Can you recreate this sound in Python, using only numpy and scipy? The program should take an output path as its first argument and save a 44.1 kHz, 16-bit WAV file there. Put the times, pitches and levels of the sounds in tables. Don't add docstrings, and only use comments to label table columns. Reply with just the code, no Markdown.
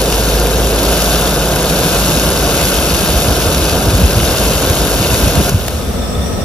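import sys
import numpy as np
from scipy import signal
from scipy.fft import rfft, irfft
from scipy.io import wavfile
from scipy.ndimage import uniform_filter1d

SR = 44100
rng = np.random.default_rng(int(sys.argv[2]) if len(sys.argv) > 2 else 0)


def dump_mix(stems):
    frames = np.atleast_2d(stems).T
    limited = np.clip(frames, -1, 1)
    pcm = np.round(limited * 32767).astype(np.int16)
    wavfile.write(sys.argv[1], SR, pcm)


N = 284004
T = np.arange(N) / SR
HZ = np.maximum(np.arange(N // 2 + 1) * SR / N, 1)
TOP_HZ = 15550


def undb(db):
    return 10 ** (np.asarray(db) / 20)


def over_hz(table):
    hz, value = np.transpose(table)
    return np.interp(np.log(HZ), np.log(hz), value)


def colour(x, table):
    cepstrum = irfft(np.log(undb(over_hz(table))), N)
    cepstrum[1:N // 2] *= 2
    cepstrum[N // 2 + 1:] = 0
    return irfft(rfft(x) * np.exp(rfft(cepstrum)), N)


def level(x, db):
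    return x * undb(db) / np.sqrt(np.mean(x ** 2))


def lean(x, db):
    return x * undb(np.array([[db], [-db]]) / 2)


def ramp(start_s, length_s):
    return np.clip((T - start_s) / length_s, 0, 1)


def walk(rate_hz):
    return level(irfft(rfft(rng.standard_normal(N)) * np.exp(-(HZ / rate_hz) ** 2), N), 0)


def stereo_noise(side_db, apart_hz):
    mid, side = rng.standard_normal((2, N))
    side = irfft(rfft(side) * np.minimum(undb(side_db) + HZ / apart_hz, 1), N)
    return np.array([mid + side, mid - side])


# f/Hz, phase/rad
PORT_LEAD = [(100, 0), (1700, .4), (2100, .9), (3300, .9), (3900, .2), (5300, .9), (6200, -.4),
             (7000, -1.4), (7700, -2.9), (8900, -3.4), (9650, -4.6), (10900, -6.2), (12400, -6.4),
             (13100, -7.7), (13800, -8.8), (14500, -9.4), (15700, -9.5)]
# f/Hz, level/dB
PORT_LEVEL = [(500, -1), (1500, 3), (2500, 4.5), (4000, 2.5), (6000, 3), (7600, 0)]


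def ports(x):
    half = undb(over_hz(PORT_LEVEL) / 2) * np.exp(.5j * over_hz(PORT_LEAD))
    return irfft(rfft(x) * np.array([half, 1 / half]), N)


def bursts(per_s, spread_db, cap_db):
    size_db = np.minimum(spread_db * rng.exponential(size=N), cap_db)
    return (rng.random(N) < per_s / SR) * undb(size_db) * rng.choice([-1, 1], N)


def scatter(clicks, decay_s, wall_db, size=600, shared_above_hz=6800):
    tails = rng.standard_normal((3, size)) * np.exp(-T[:size] / decay_s)
    tails = rfft(tails * undb(wall_db) / np.sqrt(np.sum(tails ** 2, axis=1, keepdims=True)), N)
    unshared = .2 + .8 / (1 + (HZ / shared_above_hz) ** 20)
    response = 1 + np.sqrt(unshared) * tails[:2] + np.sqrt(1 - unshared) * tails[2]
    response /= np.sqrt(uniform_filter1d(np.abs(response) ** 2, size=3000, axis=1))
    return irfft(rfft(clicks) * response, N)


# f/Hz, half-width/Hz, level/dB
PAN_MODES = [(960, 50, -3), (1470, 70, 1), (1640, 60, -1), (2580, 60, 1), (2770, 60, -.5), (3060, 130, -4),
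             (3700, 260, -5), (4800, 140, -8), (5350, 180, -4), (7400, 250, -9)]


def pan_ring(x):
    modes = sum(undb(db) / (1 + 1j * (HZ - hz) / width) ** 2 for hz, width, db in PAN_MODES)
    return irfft(rfft(x) * modes, N)


def boil(steady_db=1.5, cool_db=-2, warm_up_s=.44, surge_db=.88):
    return undb(steady_db + cool_db * np.exp(-T / warm_up_s) + surge_db * walk(2))


# f/Hz, level/dB
FAT_SPECTRUM = [(400, -24), (1000, -7), (1500, -.3), (1850, -8), (2220, -4.2), (2380, -5), (2600, -2.2),
                (3200, -2.6), (3700, -1.4), (4400, -3.2), (5300, -3.5), (6900, -3), (8200, -5.2),
                (9600, -4.4), (12000, -6), (13000, -7.3), (14400, -8), (15500, -11)]


def sizzle(bubble_sizes=10):
    pitches = np.geomspace(1100, 14000, bubble_sizes)
    bands = np.exp(-(np.log2(HZ / pitches[:, None]) / .6) ** 2) + 1e-3
    bands /= np.sqrt(np.sum(bands ** 2, axis=0))
    fizz = 0
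    for hz, band in zip(pitches, bands):
        per_s = (1500 + .12 * hz) * undb(1.1 * walk(35))
        pops = level(bursts(per_s, spread_db=4.2, cap_db=15.5), 0)
        fizz += scatter(irfft(rfft(pops) * band, N), decay_s=.0007, wall_db=-.5)
    ticks = 0
    for _ in range(3):
        films = bursts(450 * undb(1.4 * walk(25)), spread_db=4.2, cap_db=14)
        ticks += scatter(films, decay_s=.0005, wall_db=0)
    fat = level(fizz, 0) + level(ticks, -5)
    crackle = level(colour(fat, FAT_SPECTRUM), -18.8)
    ringing = level(pan_ring(fat), -36.8)
    return ports(crackle + ringing) * boil()


def squeaks(count=900, size=1500):
    out, t = np.zeros((2, N + size)), T[:size]
    for when, pitch, length, glide, loud, side in rng.random((count, 6)):
        hz, decay_s = 2400 * 4.5 ** pitch, .0015 * 4 ** length
        phase = 2 * np.pi * hz * t * (1 + 3 * (glide - .5) * t)
        ring = np.sin(phase) * np.exp(-t / decay_s)
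        i = int(when * N)
        out[:, i:i + size] += lean(ring, 8 * (side - .4)) * undb(3.4 * loud ** 3)
    return ports(level(out[:, :N], -31.5))


# f/Hz, level/dB
EARLY_FLAME_SPECTRUM = [(50, -18), (105, -6), (145, -0.5), (228, -6.5), (290, -5), (345, -6), (420, 0),
                        (510, -1.2), (610, -7.5), (740, -6.5), (820, -15.5), (950, -11), (1120, -19),
                        (1600, -17.5), (2000, -31), (6000, -105)]
# f/Hz, level/dB
LATE_FLAME_SPECTRUM = [(50, -19.5), (110, -8), (160, 1.7), (235, -5.5), (290, -4), (345, -5),
                       (440, -3.5), (520, -3), (600, -4.5), (710, -5.5), (820, -13.5), (950, -11.5),
                       (1150, -16), (1600, -15), (2000, -37.5), (6000, -95)]


def flame():
    gas = stereo_noise(side_db=-18.5, apart_hz=14000)
    early = level(colour(gas, EARLY_FLAME_SPECTRUM), -15.5)
    late = level(colour(gas, LATE_FLAME_SPECTRUM), -15)
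    drifted = ramp(start_s=.49, length_s=.55)
    roar = (1 - drifted) * early + drifted * late
    ease_db = -ramp(start_s=2.32, length_s=.32)
    flutter_db = .5 * walk(14)
    return lean(roar, -.77) * undb(ease_db + flutter_db)


def hum(hz=53.8, base_db=-20.5, fall_db_per_s=1.05):
    phase = 2 * np.pi * np.cumsum(hz + .45 * walk(2.4)) / SR
    swell_db = 5 * np.exp(-((T - .55) / .58) ** 2)
    db = base_db - fall_db_per_s * T + swell_db + .8 * walk(5)
    return lean(level(np.sin(phase), 0) * undb(db), -.8)


def eddies(spectrum, size):
    air = colour(stereo_noise(side_db=-13, apart_hz=5000), spectrum)
    return air / np.sqrt(uniform_filter1d(np.mean(air ** 2, axis=0), size=size))


# f/Hz, level/dB
BREEZE_SPECTRUM = [(20, -33), (35, -14), (50, -3), (68, 0), (100, -9), (170, -16), (280, -24), (600, -40),
                   (2500, -80)]
# f/Hz, level/dB
PUFF_SPECTRUM = [(20, -33), (45, -8), (75, -2), (110, -2), (180, -4), (290, -8), (420, -22), (600, -33),
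                 (2500, -80)]
# t/s, buffet f/Hz, buffet peak level/dB, turbulence level/dB
WIND_GUSTS = [(3.165, 60, -10, -25), (3.285, 120, -11, -22), (3.308, 68, -10, -23), (3.48, 88, -7, -17),
              (3.624, 76, -13, -27), (3.745, 72, -9, -26), (3.886, 85, -6.5, -20), (3.951, 90, -4.5, -18),
              (4.018, 150, -9, -17), (4.036, 78, -1, -16), (4.058, 56, -7, -19), (4.175, 102, -4.5, -19),
              (4.233, 80, -10, -21), (4.285, 54, -12, -26), (4.332, 100, -11.5, -25), (4.71, 90, -10, -25),
              (5.007, 115, -11, -23), (5.136, 105, -10.5, -25), (5.234, 68, -4.5, -17),
              (5.27, 105, -9, -19), (5.376, 230, -10, -18), (5.394, 68, -5.5, -14), (5.524, 140, -8, -24),
              (5.553, 98, -3.5, -21), (5.9, 62, -16, -29), (6.19, 76, -9.5, -25), (6.342, 78, -11.5, -28)]


def wind(calm_db=-24.5, breeze_db=-20, sag_s=.06, width_cycles=.9, puff_width_s=.02):
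    breeze = undb(calm_db + (breeze_db - calm_db) * ramp(start_s=1.2, length_s=1.9))
    buffets, puffs = 0, 0
    for (s, hz, peak_db, puff_db), offset in zip(WIND_GUSTS, rng.random(len(WIND_GUSTS))):
        cycles = hz * sag_s * (1 - np.exp(-np.clip(T - s, -.5, .5) / sag_s))
        swell = np.exp(-.5 * ((T - s) * hz / width_cycles) ** 2)
        buffets += undb(peak_db) * swell * np.sin(2 * np.pi * (cycles + offset))
        puffs += undb(puff_db) * np.exp(-.5 * ((T - s) / puff_width_s) ** 2)
    rumble = eddies(BREEZE_SPECTRUM, size=9000) * breeze
    return rumble + eddies(PUFF_SPECTRUM, size=1000) * puffs + buffets


# t/s, energy level/dB, snap f/Hz, bubble ring f/Hz
FAT_SPITS = [(0.0161, 7, 8600, 11000), (0.1244, 8.5, 4000, 2800), (0.1432, 4.5, 6700, 5120),
             (0.3987, 5.5, 7400, 8870), (0.4700, 6, 7000, 11630), (0.6711, 6, 7000, 7540),
             (0.8310, 5.5, 10500, 12000), (1.1470, 5, 3600, 2930), (1.2736, 7, 7500, 3320),
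             (1.5590, 6.5, 10200, 9820), (1.6981, 6.5, 8600, 9000), (2.1972, 6.5, 6900, 6550),
             (2.3020, 6.5, 11600, 11150), (2.3741, 5.5, 5000, 5340), (2.4276, 5, 8900, 9000),
             (2.6282, 6.2, 7000, 9950), (2.6528, 8.5, 10000, 11410), (2.7415, 7.5, 9000, 11020),
             (3.0757, 8, 7500, 14430), (3.4199, 5, 5800, 8010), (3.5470, 7, 5900, 5680),
             (3.6536, 6, 6300, 5000), (3.6953, 6.5, 5600, 2670), (4.2008, 4.5, 3600, 2840),
             (4.6989, 10, 6900, 8350), (4.7540, 5, 12200, 13000), (5.0472, 7.5, 4100, 2760),
             (5.1440, 6.5, 4000, 3700), (5.2808, 6, 8700, 9860), (5.3536, 7.5, 7000, 8140),
             (5.4455, 5, 9000, 8350), (5.4937, 7.5, 8500, 5860), (5.6631, 5, 9000, 9500)]


def spits(size=600, rise_s=.0007, ring_decay_s=.002, ring_share=.3):
    out, t = np.zeros(N), T[:size]
    age = t / rise_s
    for s, db, hz, ring_hz in FAT_SPITS:
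        band = signal.butter(1, [hz / 3, min(hz * 1.7, TOP_HZ)], "band", fs=SR)
        snap = signal.lfilter(*band, rng.standard_normal(size) * age * np.exp(-age))
        ring = np.sin(2 * np.pi * ring_hz * t) * (1 - np.exp(-age)) * np.exp(-t / ring_decay_s)
        spit = np.sqrt(1 - ring_share) * level(snap, 0) + np.sqrt(ring_share) * level(ring, 0)
        i = int(s * SR)
        out[i:i + size] += undb(db) * spit / np.linalg.norm(spit)
    return ports(out)


# f/Hz, level/dB
FAR_STOVE_SPECTRUM = [(60, -10.5), (110, -20), (175, -1), (245, -1.5), (315, -14), (420, -5.8), (530, -5.5),
                      (680, -10.3), (900, -18.8), (1190, -18.5), (1275, -11), (1390, -23), (1690, -25),
                      (1800, -18.5), (1950, -26), (4500, -30), (7000, -34), (9500, -31), (10600, -37),
                      (12200, -34.5), (15000, -37)]


def stove_afar():
    gas = stereo_noise(side_db=-7, apart_hz=5300)
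    roar = level(colour(gas, FAR_STOVE_SPECTRUM), -19.5) * undb(.41 * walk(31))
    return lean(roar, 1.3)


# f/Hz, half-width/Hz, base level/dB, left minus right level/dB, swell t/s
CHORUSES = [(3570, 130, -37.8, -3, 6.1), (5270, 100, -42.5, -2, 6.08), (5680, 180, -36, 2, 6.3),
            (7950, 240, -39, 0, 6.08), (8900, 800, -42, 0, 6.25)]


def cricket_chorus(trill_hz=48, trill_db=1.8, wander_hz=28):
    out = 0
    for hz, width, db, lean_db, swell_s in CHORUSES:
        blur = irfft(rfft(rng.standard_normal((2, 2, N))) / (1 + (HZ / width) ** 2), N)
        phase = 2 * np.pi * np.cumsum(hz + wander_hz * walk(22)) / SR
        band = blur[0] * np.cos(phase) + blur[1] * np.sin(phase)
        trill = np.sin(2 * np.pi * np.cumsum(trill_hz * undb(2 * walk(9.4))) / SR)
        swell_db = 4 * np.exp(-((T - swell_s) / .12) ** 2) - 2.5
        out += lean(level(band, db), lean_db) * undb(swell_db + trill_db * trill + 2 * walk(13))
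    return out


# t/s, level/dB
CHIRP_PULSES = [(6.154, -29), (6.183, -33)]


def cricket_calls(hz=3540, call_s=5.83, period_s=.2, call_width_s=.018, call_db=-37.5):
    chirp = sum(undb(db) * np.exp(-((T - s) / .0048) ** 2) for s, db in CHIRP_PULSES)
    from_call = (T - call_s + period_s / 2) % period_s - period_s / 2
    calls = undb(call_db) * np.exp(-(from_call / call_width_s) ** 2)
    return np.sqrt(2) * (chirp + calls) * np.sin(2 * np.pi * hz * T)


# t/s, peak level/dB
UTENSIL_KNOCK = [(5.68, -3)]


def knock(width_s=.0032):
    s, db = UTENSIL_KNOCK[0]
    blow = stereo_noise(side_db=-8, apart_hz=9000) * np.exp(-((T - s - .003) / width_s) ** 2)
    tap = colour(blow, [(200, -2), (700, 2), (2000, -2), (3500, -1), (6000, -7), (15000, -11)])
    return tap / np.abs(tap).max() * undb(db)


def scene(leave_s=5.5, step_db=-5.5):
    near = undb(step_db * (T > leave_s)) * (1 - ramp(leave_s, length_s=.62))
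    far = ramp(start_s=5.45, length_s=.55)
    above_pan = sizzle() + squeaks() + spits() + flame() + hum()
    beside_van = stove_afar() + cricket_chorus() + cricket_calls()
    return near * above_pan + far * beside_van + knock() + wind()


def record(dry):
    return irfft(rfft(np.clip(dry, -1, 1)) / np.sqrt(1 + (HZ / TOP_HZ) ** 400), N)


dry = scene()
out = record(dry)
dump_mix(out)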